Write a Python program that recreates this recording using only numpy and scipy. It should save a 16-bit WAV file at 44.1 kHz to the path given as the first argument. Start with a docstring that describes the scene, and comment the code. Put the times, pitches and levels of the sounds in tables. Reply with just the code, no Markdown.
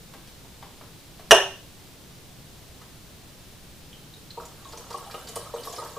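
"""Miniature bottles and a wine glass

In a small bare room a miniature glass bottle is set down hard, exciting the modes of a wooden table
and of its own glass. A second one is picked up and tipped over a half-full wine glass: first drops,
then uneven glugs as air gulps back through its neck, while the thin stream trickles and fizzes.
The pour sounds through trapped bubbles, each a damped oscillator. Air and mains hum lie beneath."""
import sys
import numpy as np
from scipy import signal
from scipy.fft import rfft, irfft
from scipy.io import wavfile

SR = 44100
rng = np.random.default_rng(int(sys.argv[2]) if len(sys.argv) > 2 else 0)


def materialize(psi):
    """Save the field psi as 16-bit PCM at rate SR to the path in sys.argv[1].

    A 1-D psi becomes a single channel; in a 2-D psi each row is a channel.
    """
    bounded = np.clip(np.atleast_2d(psi).T, -1, 1)
    quanta = np.round(bounded * 32767).astype(np.int16)
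    wavfile.write(sys.argv[1], SR, quanta)


N = 263718
TIME = np.arange(N) / SR


# Modes of the table top. Each row: frequency in Hz, level in dB, 60 dB decay time in seconds.
WOOD_MODES = [(386, -21, 0.33), (453.6, -26, 0.18), (565.4, -19.5, 0.16), (641, -9, 0.036),
              (665, -11, 0.058), (706, -15.5, 0.063), (726, -19.5, 0.13), (875, -22, 0.075),
              (947, -25, 0.075), (988, -17.5, 0.055), (1109, -20.5, 0.1), (1591, -22.5, 0.086),
              (1682, -35, .08), (1825, -29.5, .1)]
# Modes of the bottle. Each row: frequency in Hz, level in dB, 60 dB decay time in seconds.
BOTTLE_MODES = [(2556, -21.5, 0.1), (2785, -8.5, 0.064), (2827, -14.5, 0.16), (2970, -15, 0.077),
                (3050, -16.5, .07), (3420, -16, .03)]
# Crack of glass on wood. Each row: frequency in Hz, relative spectral density in dB.
CRACK_SPECTRUM = [(40, -23), (110, -24), (200, -44), (310, -31), (400, -22.5), (680, -2), (1000, -10),
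                  (1700, -5), (2150, -22), (2900, -5.5), (4500, -23.5), (5800, -11.5), (7500, -24.5),
                  (9800, -21.5), (15000, -37)]
# Contacts of the base. Each row: start in seconds, relative levels of table, bottle and crack in dB.
CONTACTS = [(1.3092, 1, -1, 5), (1.3140, 1, -0.5, 4), (1.3179, 5.5, -20, -5), (1.3257, 4, -14.5, -7.5),
            (1.3470, -11, -29.5, -10), (1.365, -15, -14, -13.5)]

def bottle_landing():
    """Impact excitation: as the base hits, rocks and settles, each contact rings wood and glass."""
    out = np.zeros(N)
    for start, table_db, bottle_db, crack_db in CONTACTS:
        add(out, start, from_db(table_db) * struck(WOOD_MODES, spread_db=2.0))
        add(out, start, from_db(bottle_db) * struck(BOTTLE_MODES, spread_db=2.5))
        add(out, start, from_db(crack_db - 8.0) * burst(CRACK_SPECTRUM, t60=0.03))
    return out


# Resonances that ring with each gulp. 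Each row: frequency in Hz, level in dB, 60 dB decay in seconds.
GULP_RESONANCES = [(374, 6.5, 0.072), (468.2, 3, 0.22), (581, 9.5, 0.076), (670, 0, 0.058), (773, 7.5, 0.064),
                   (958, 9, 0.027), (1110, 5.5, 0.06), (1260, -4, 0.059)]
# Gulps of air. Each row: start in seconds, relative bubble level in dB, bubble pitch in Hz, # relative level of
# the resonances in dB.
GULPS = [(4.373, -24.5, 926, -35.5), (4.652, -33, 1074, -69), (4.731, -34.5, 857, -41),
         (4.773, -38, 1000, -46), (4.904, -29.5, 924, -40), (4.942, -24, 1112, -35.5),
         (5.066, -31.5, 797, -56), (5.141, -27, 1238, -33.5), (5.289, -37, 700, -50),
         (5.361, -24.5, 664, -31), (5.459, -36, 1250, -53), (5.537, -24, 564, -30.5),
         (5.671, -28, 1102, -47), (5.728, -28.5, 695, -44), (5.783, -24.5, 1217, -37),
         (5.821, -26.5, 934, -37.5), (5.965, -30.5, 1120, -38)]

def glugs():
    """Bubble and resonance: each gulp rings as a bubble and sets a cluster of resonances ringing."""
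    out, t = np.zeros(N), TIME[:SR // 2]
    for start, bubble_db, hz, resonance_db in GULPS:
        add(out, start, from_db(bubble_db - 2.0) * bubble(hz, t60=0.057, rise=0.074, swell_cycles=2.7))
        resonance = struck(GULP_RESONANCES, spread_db=2.5) * swell(t, 0.023)
        add(out, start, from_db(resonance_db - 8.5) * resonance)
    return out


def surges():
    """Relaxation of the flow: each glug releases a surge in proportion, quick to rise, slow to ebb."""
    out, t = np.zeros(N), TIME[:SR]
    for start, bubble_db, _, _ in GULPS:
        add(out, start, from_db(bubble_db) * swell(t, 0.018) * fade(t, t60=0.35))
    return out


# Spray around a drop. Each row: multiple of the drop's pitch, relative spectral density in dB.
SPRAY_SPECTRUM = [(.3, -9.5), (.7, -6.5), (1, -2), (1.35, -9), (2.6, -19.5)]
# The largest drops. Each row: start in seconds, relative level in dB, pitch in Hz, spray offset in dB.
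DROP_IMPACTS = [(3.93, -34, 3120, -25), (4.1388, -36.5, 3800, -20), (4.3059, -30.5, 4150, -13.5),
                (4.4528, -36.5, 6950, -6), (4.648, -39, 3820, -13), (4.6894, -39.5, 7000, -10),
                (4.7232, -38.5, 4750, -1), (4.7743, -32, 6160, -8), (4.9035, -40, 5270, 3),
                (4.9284, -34.5, 4720, -6), (4.975, -37.5, 8530, -13), (5.111, -36, 4570, -3),
                (5.142, -37, 2870, -2.5), (5.2725, -32.5, 4540, -4), (5.2867, -36, 7240, 0),
                (5.3568, -27.5, 9070, -2), (5.584, -34, 2990, -24), (5.6343, -32.5, 4600, -4.5),
                (5.651, -38.5, 11500, 1.5), (5.7255, -36.5, 6940, 0.5), (5.7626, -31.5, 5080, -6.5)]

def drops():
    """Air entrainment: a drop traps a tiny ringing bubble, with a noisy spray around the same pitch."""
    out, t = np.zeros(N), TIME[:SR // 2]
    for start, db, hz, spray_db in DROP_IMPACTS:
        add(out, start, from_db(db + 0.5) * bubble(hz, t60=0.014, rise=0.06, swell_cycles=1.0))
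        spray = [(hz * multiple, level_db) for multiple, level_db in SPRAY_SPECTRUM]
        add(out, start, from_db(db + spray_db) * burst(spray, t60=0.051) * swell(t, 0.011))
    return out


# Strength of the stream as the bottle tips. Each row: time in seconds, relative level in dB.
STREAM_FLOW = [(4.4, -68.5), (4.72, -56), (4.922, -57.5), (5.17, -55), (5.296, -56), (5.406, -50),
               (5.5, -57.5), (5.692, -47.5), (5.98, -54)]
# The stream's small bubbles. Each row: pitch in Hz, relative level in dB.
FIZZ_LEVELS = [(1600, -1), (2200, -10), (3000, 1.5), (5000, 3.5), (7000, 5.5), (9500, 5.5), (14000, 8)]

def trickle():
    """Continuous entrainment: stream and surges add in power, driving fine fizz over a soft burble."""
    flow = from_db(np.interp(TIME, *np.transpose(STREAM_FLOW)))
    surge, start = surges(), STREAM_FLOW[0][0]
    fizz = swarm(start, per_s=2000, low_hz=1540, high_hz=14400, cycles=51, spread_db=5.5,
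                 colour=FIZZ_LEVELS)
    burble = swarm(start, per_s=140, low_hz=452, high_hz=1344, cycles=16, spread_db=1.0,
                   colour=[(450, -3), (850, -4), (1150, 1), (1320, 3.5)])
    fizz_gain = np.hypot(from_db(-1) * flow, from_db(-26.5) * surge)
    burble_gain = np.hypot(from_db(-1.5) * flow, from_db(-18.5) * surge)
    return fizz * fizz_gain + burble * burble_gain


def swarm(start, per_s, low_hz, high_hz, cycles, spread_db, colour):
    """Incoherent superposition: bubbles of random size and onset, at unit rms from the start time on."""
    out, duration = np.zeros(N), TIME[-1] - start
    for when, pitch, faintness in rng.random((int(per_s * duration), 3)):
        hz = low_hz * (high_hz / low_hz) ** pitch
        db = at_hz(colour, hz) - spread_db * np.log(faintness + 0.04)   # many faint, a few loud
        ring = bubble(hz, t60=cycles / hz, rise=0.069, swell_cycles=0.82)
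        add(out, start + when * duration, from_db(db) * ring)
    return out / np.std(out[int(start * SR):])


# Modes of the wine glass. Each row: frequency in Hz, level in dB, 60 dB decay time in seconds.
BOWL_MODES = [(2440, -4, 0.14), (2994, -6.5, 0.17), (5780, -1, 0.11), (7160, -12, 0.11)]

def in_wine_glass(splash):
    """Sympathetic resonance: the bowl, driven by the splashing, rings faintly along with it."""
    ring = struck(BOWL_MODES, spread_db=0)
    return splash + from_db(-43) * signal.fftconvolve(splash, ring)[:N]


# Colour of a bump. Each row: multiple of the centre frequency, relative spectral density in dB.
BUMP_SPECTRUM = [(.2, -19.5), (.45, -1.5), (1, 4), (2, -6), (4, -11.5), (10, -22)]
# Bumps of hand, sleeve and bottle. Each row: start in seconds, relative level in dB, centre in Hz.
HANDLING_BUMPS = [(0.137, -32, 790), (0.273, -39.5, 3870), (0.447, -42.5, 692), (0.625, -33, 776),
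                  (0.811, -37.5, 1000), (1.194, -35, 770), (2.814, -38.5, 1210)]

def handling():
    """Damped soft impacts: each touch gives a brief, dull band of noise."""
    out, t = np.zeros(N), TIME[:SR // 2]
    for start, db, hz in HANDLING_BUMPS:
        colour = [(hz * multiple, level_db) for multiple, level_db in BUMP_SPECTRUM]
        add(out, start, from_db(db - 7.5) * burst(colour, t60=0.081) * swell(t, 0.0035))
    return out


# The room's length, width and height. Each row: size, source position, microphone position in metres.
ROOM_AXES = [(4.13, .83, 2.71), (3.37, 1.49, 1.88), (2.46, .91, 1.33)]

def wall_echoes(size, order=50, port_gap_m=0.043, sound_m_per_s=343):
    """Image sources: each mirror image in the walls sends one echo to each of two microphone ports."""
    n = np.arange(-order, order + 1)
    offsets = [n * side + np.where(n % 2, side - source, source) - mic for side, source, mic in ROOM_AXES]
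    x, y, z = np.ix_(*offsets)
    sign = 1 - 2 * (sum(np.ix_(n, n, n)) % 2)   # polarity flips at each reflection
    paths = [np.sqrt(x ** 2 + (y + port) ** 2 + z ** 2) for port in (0, port_gap_m)]
    direct_m, channels = paths[0].min(), []
    for path in paths:
        lag = ((path - direct_m).clip(0) * SR / sound_m_per_s).astype(int)
        channels.append(np.bincount(lag.ravel(), (sign / path).ravel(), size)[:size])
    return np.array(channels)


# Reverberation of the room. Each row: frequency in Hz, 60 dB decay time in seconds.
REVERB_TIMES = [(100, 0.15), (500, 0.35), (1500, 0.35), (3000, 0.46), (6000, 0.42), (12000, 0.31)]

def room_tail(bands=9):
    """Reverberation: wall echoes thicken into a tail of unit energy, each octave dying at its own rate."""
    t = TIME[:SR // 2]
    hz, centres = np.fft.rfftfreq(len(t), 1 / SR), np.geomspace(60, 15000, bands)
    onset = np.clip((t - .004) / .014, 0, 1)   # keeps the direct sound out of the tail
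    echoes = rfft(wall_echoes(len(t)) * onset)
    tail = 0
    for centre, share in zip(centres, np.eye(bands)):
        band = irfft(echoes * at_hz(np.c_[centres, share], hz), len(t))
        tail += band * fade(t, at_hz(REVERB_TIMES, centre))
    return rms_one(tail) / np.sqrt(len(t))


# Reflections off the table and the wall behind it. Each row: delay in seconds, level in dB.
EARLY_ECHOES = [(.00175, -15.5), (.0043, -8.5), (.00635, -8), (.0088, -7.5)]

def in_room(sound, tail, wet_db, pan_db):
    """Convolution with the room's impulse response: direct sound, early echoes and diffuse tail."""
    response = from_db(wet_db) * tail
    response[:, 0] += 1
    for delay, db in EARLY_ECHOES:
        response[:, int(delay * SR)] += from_db(db)
    pan = from_db(np.array([[pan_db], [-pan_db]]) / 2)
    return pan * signal.fftconvolve(sound[None], response, axes=1)[:, :N]


# Still room air. 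Each row: frequency in Hz, relative spectral density in dB.
AIR_SPECTRUM = [(20, -2.5), (40, -5.5), (62, -3), (85, -4.5), (140, -1.5), (220, -8.5), (350, -10.5),
                (600, -15.5), (1300, -21), (2000, -22), (3800, -19.5), (6000, -23), (10000, -25.5),
                (15000, -26.5)]
# Likeness of the air noise in the two channels. Each row: frequency in Hz, correlation from 0 to 1.
AIR_COHERENCE = [(60, 0.78), (180, 0.84), (540, 0.63), (1640, 0.52), (4950, 0.44), (14900, 0.0083)]
# Mains harmonics. Each row: frequency in Hz, rms level in dB.
HUM_HARMONICS = [(60, -65), (120, -70.5), (180, -67.5)]

def background():
    """Ambient noise: room air, most coherent in the bass, with the harmonics of a faint mains hum."""
    air = stereo(coloured(AIR_SPECTRUM, N), coloured(AIR_SPECTRUM, N), AIR_COHERENCE)
    hum = sum(from_db(db) * np.sqrt(2) * np.sin(2 * np.pi * (hz * TIME + rng.random()))
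              for hz, db in HUM_HARMONICS)
    return from_db(-47) * air + hum


def struck(modes, spread_db):
    """Modal superposition: one blow starts damped sines of alternating sign and randomised strength."""
    t = TIME[:SR // 2]
    out = np.zeros(len(t))
    for k, (hz, db, t60) in enumerate(modes):
        gain = (-1) ** k * from_db(db + spread_db * rng.standard_normal())
        out += gain * np.sin(2 * np.pi * hz * t) * fade(t, t60)
    return out


def bubble(hz, t60, rise, swell_cycles):
    """Volume pulsation: a bubble rings, its pitch climbing by the fraction rise as it nears the surface."""
    t = TIME[:int(max(t60, .002) * SR)]
    phase = 2 * np.pi * hz * (t + rise * t * t / (2 * t[-1]))
    return np.sin(phase) * fade(t, t60) * (1 - np.exp(-t * hz / swell_cycles))


def burst(spectrum, t60):
    """A transient: coloured noise under an exponential decay."""
    t = TIME[:SR // 2]
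    return coloured(spectrum, len(t)) * fade(t, t60)


def coloured(spectrum, size):
    """Spectral shaping: white noise filtered to a given spectrum, at unit rms."""
    hz = np.fft.rfftfreq(size, 1 / SR)
    white = rfft(rng.standard_normal(size))
    return rms_one(irfft(white * from_db(at_hz(spectrum, hz)), size))


def stereo(one, other, coherence):
    """Partial coherence: sum and difference of two independent noises give a correlated pair."""
    alike = np.clip(at_hz(coherence, np.fft.rfftfreq(len(one), 1 / SR)), -1, 1)
    mid = rfft(one) * np.sqrt((1 + alike) / 2)
    side = rfft(other) * np.sqrt((1 - alike) / 2)
    return irfft([mid + side, mid - side], len(one))


def fade(t, t60):
    """Exponential decay by 60 dB in t60 seconds."""
    return np.exp(-np.log(1000) * t / np.maximum(t60, 1e-3))


def swell(t, rise_s):
    """Exponential approach from 0 to 1."""
    return 1 - fade(t, rise_s)


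def from_db(db):
    """Decibels to amplitude ratio."""
    return 10 ** (np.asarray(db) / 20)


def rms_one(x):
    """Normalisation to unit rms."""
    return x / np.sqrt(np.mean(x ** 2) + 1e-20)


def at_hz(points, hz):
    """Interpolation on a logarithmic frequency axis."""
    points = np.array(points)
    return np.interp(np.log(np.maximum(hz, 1)), np.log(points[:, 0]), points[:, 1])


def add(track, start_s, sound):
    """Superposition of a sound on a track."""
    start = int(round(start_s * SR))
    track[start:start + len(sound)] += sound[:N - start]


def scene():
    """Linear superposition: knock, handling and pour share one room response, over the background."""
    tail = room_tail()
    knock = in_room(bottle_landing(), tail, wet_db=-5.0, pan_db=-1.5)
    glugs_and_bumps = in_room(glugs() + handling(), tail, wet_db=-1.5, pan_db=0.8)
    splashes = in_room(in_wine_glass(drops() + trickle()), tail, wet_db=-2.1, pan_db=-1.8)
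    return knock + glugs_and_bumps + splashes + background()


def record(dry):
    """Saturation and band limiting: the knock clips softly, and a steep low-pass cuts the top treble."""
    clipped = dry / (1 + dry ** 8) ** (1 / 8)
    low_pass = signal.ellip(12, .1, 90, 15450, fs=SR, output="sos")
    return signal.sosfilt(low_pass, clipped)


dry = scene()
out = record(dry)
materialize(out)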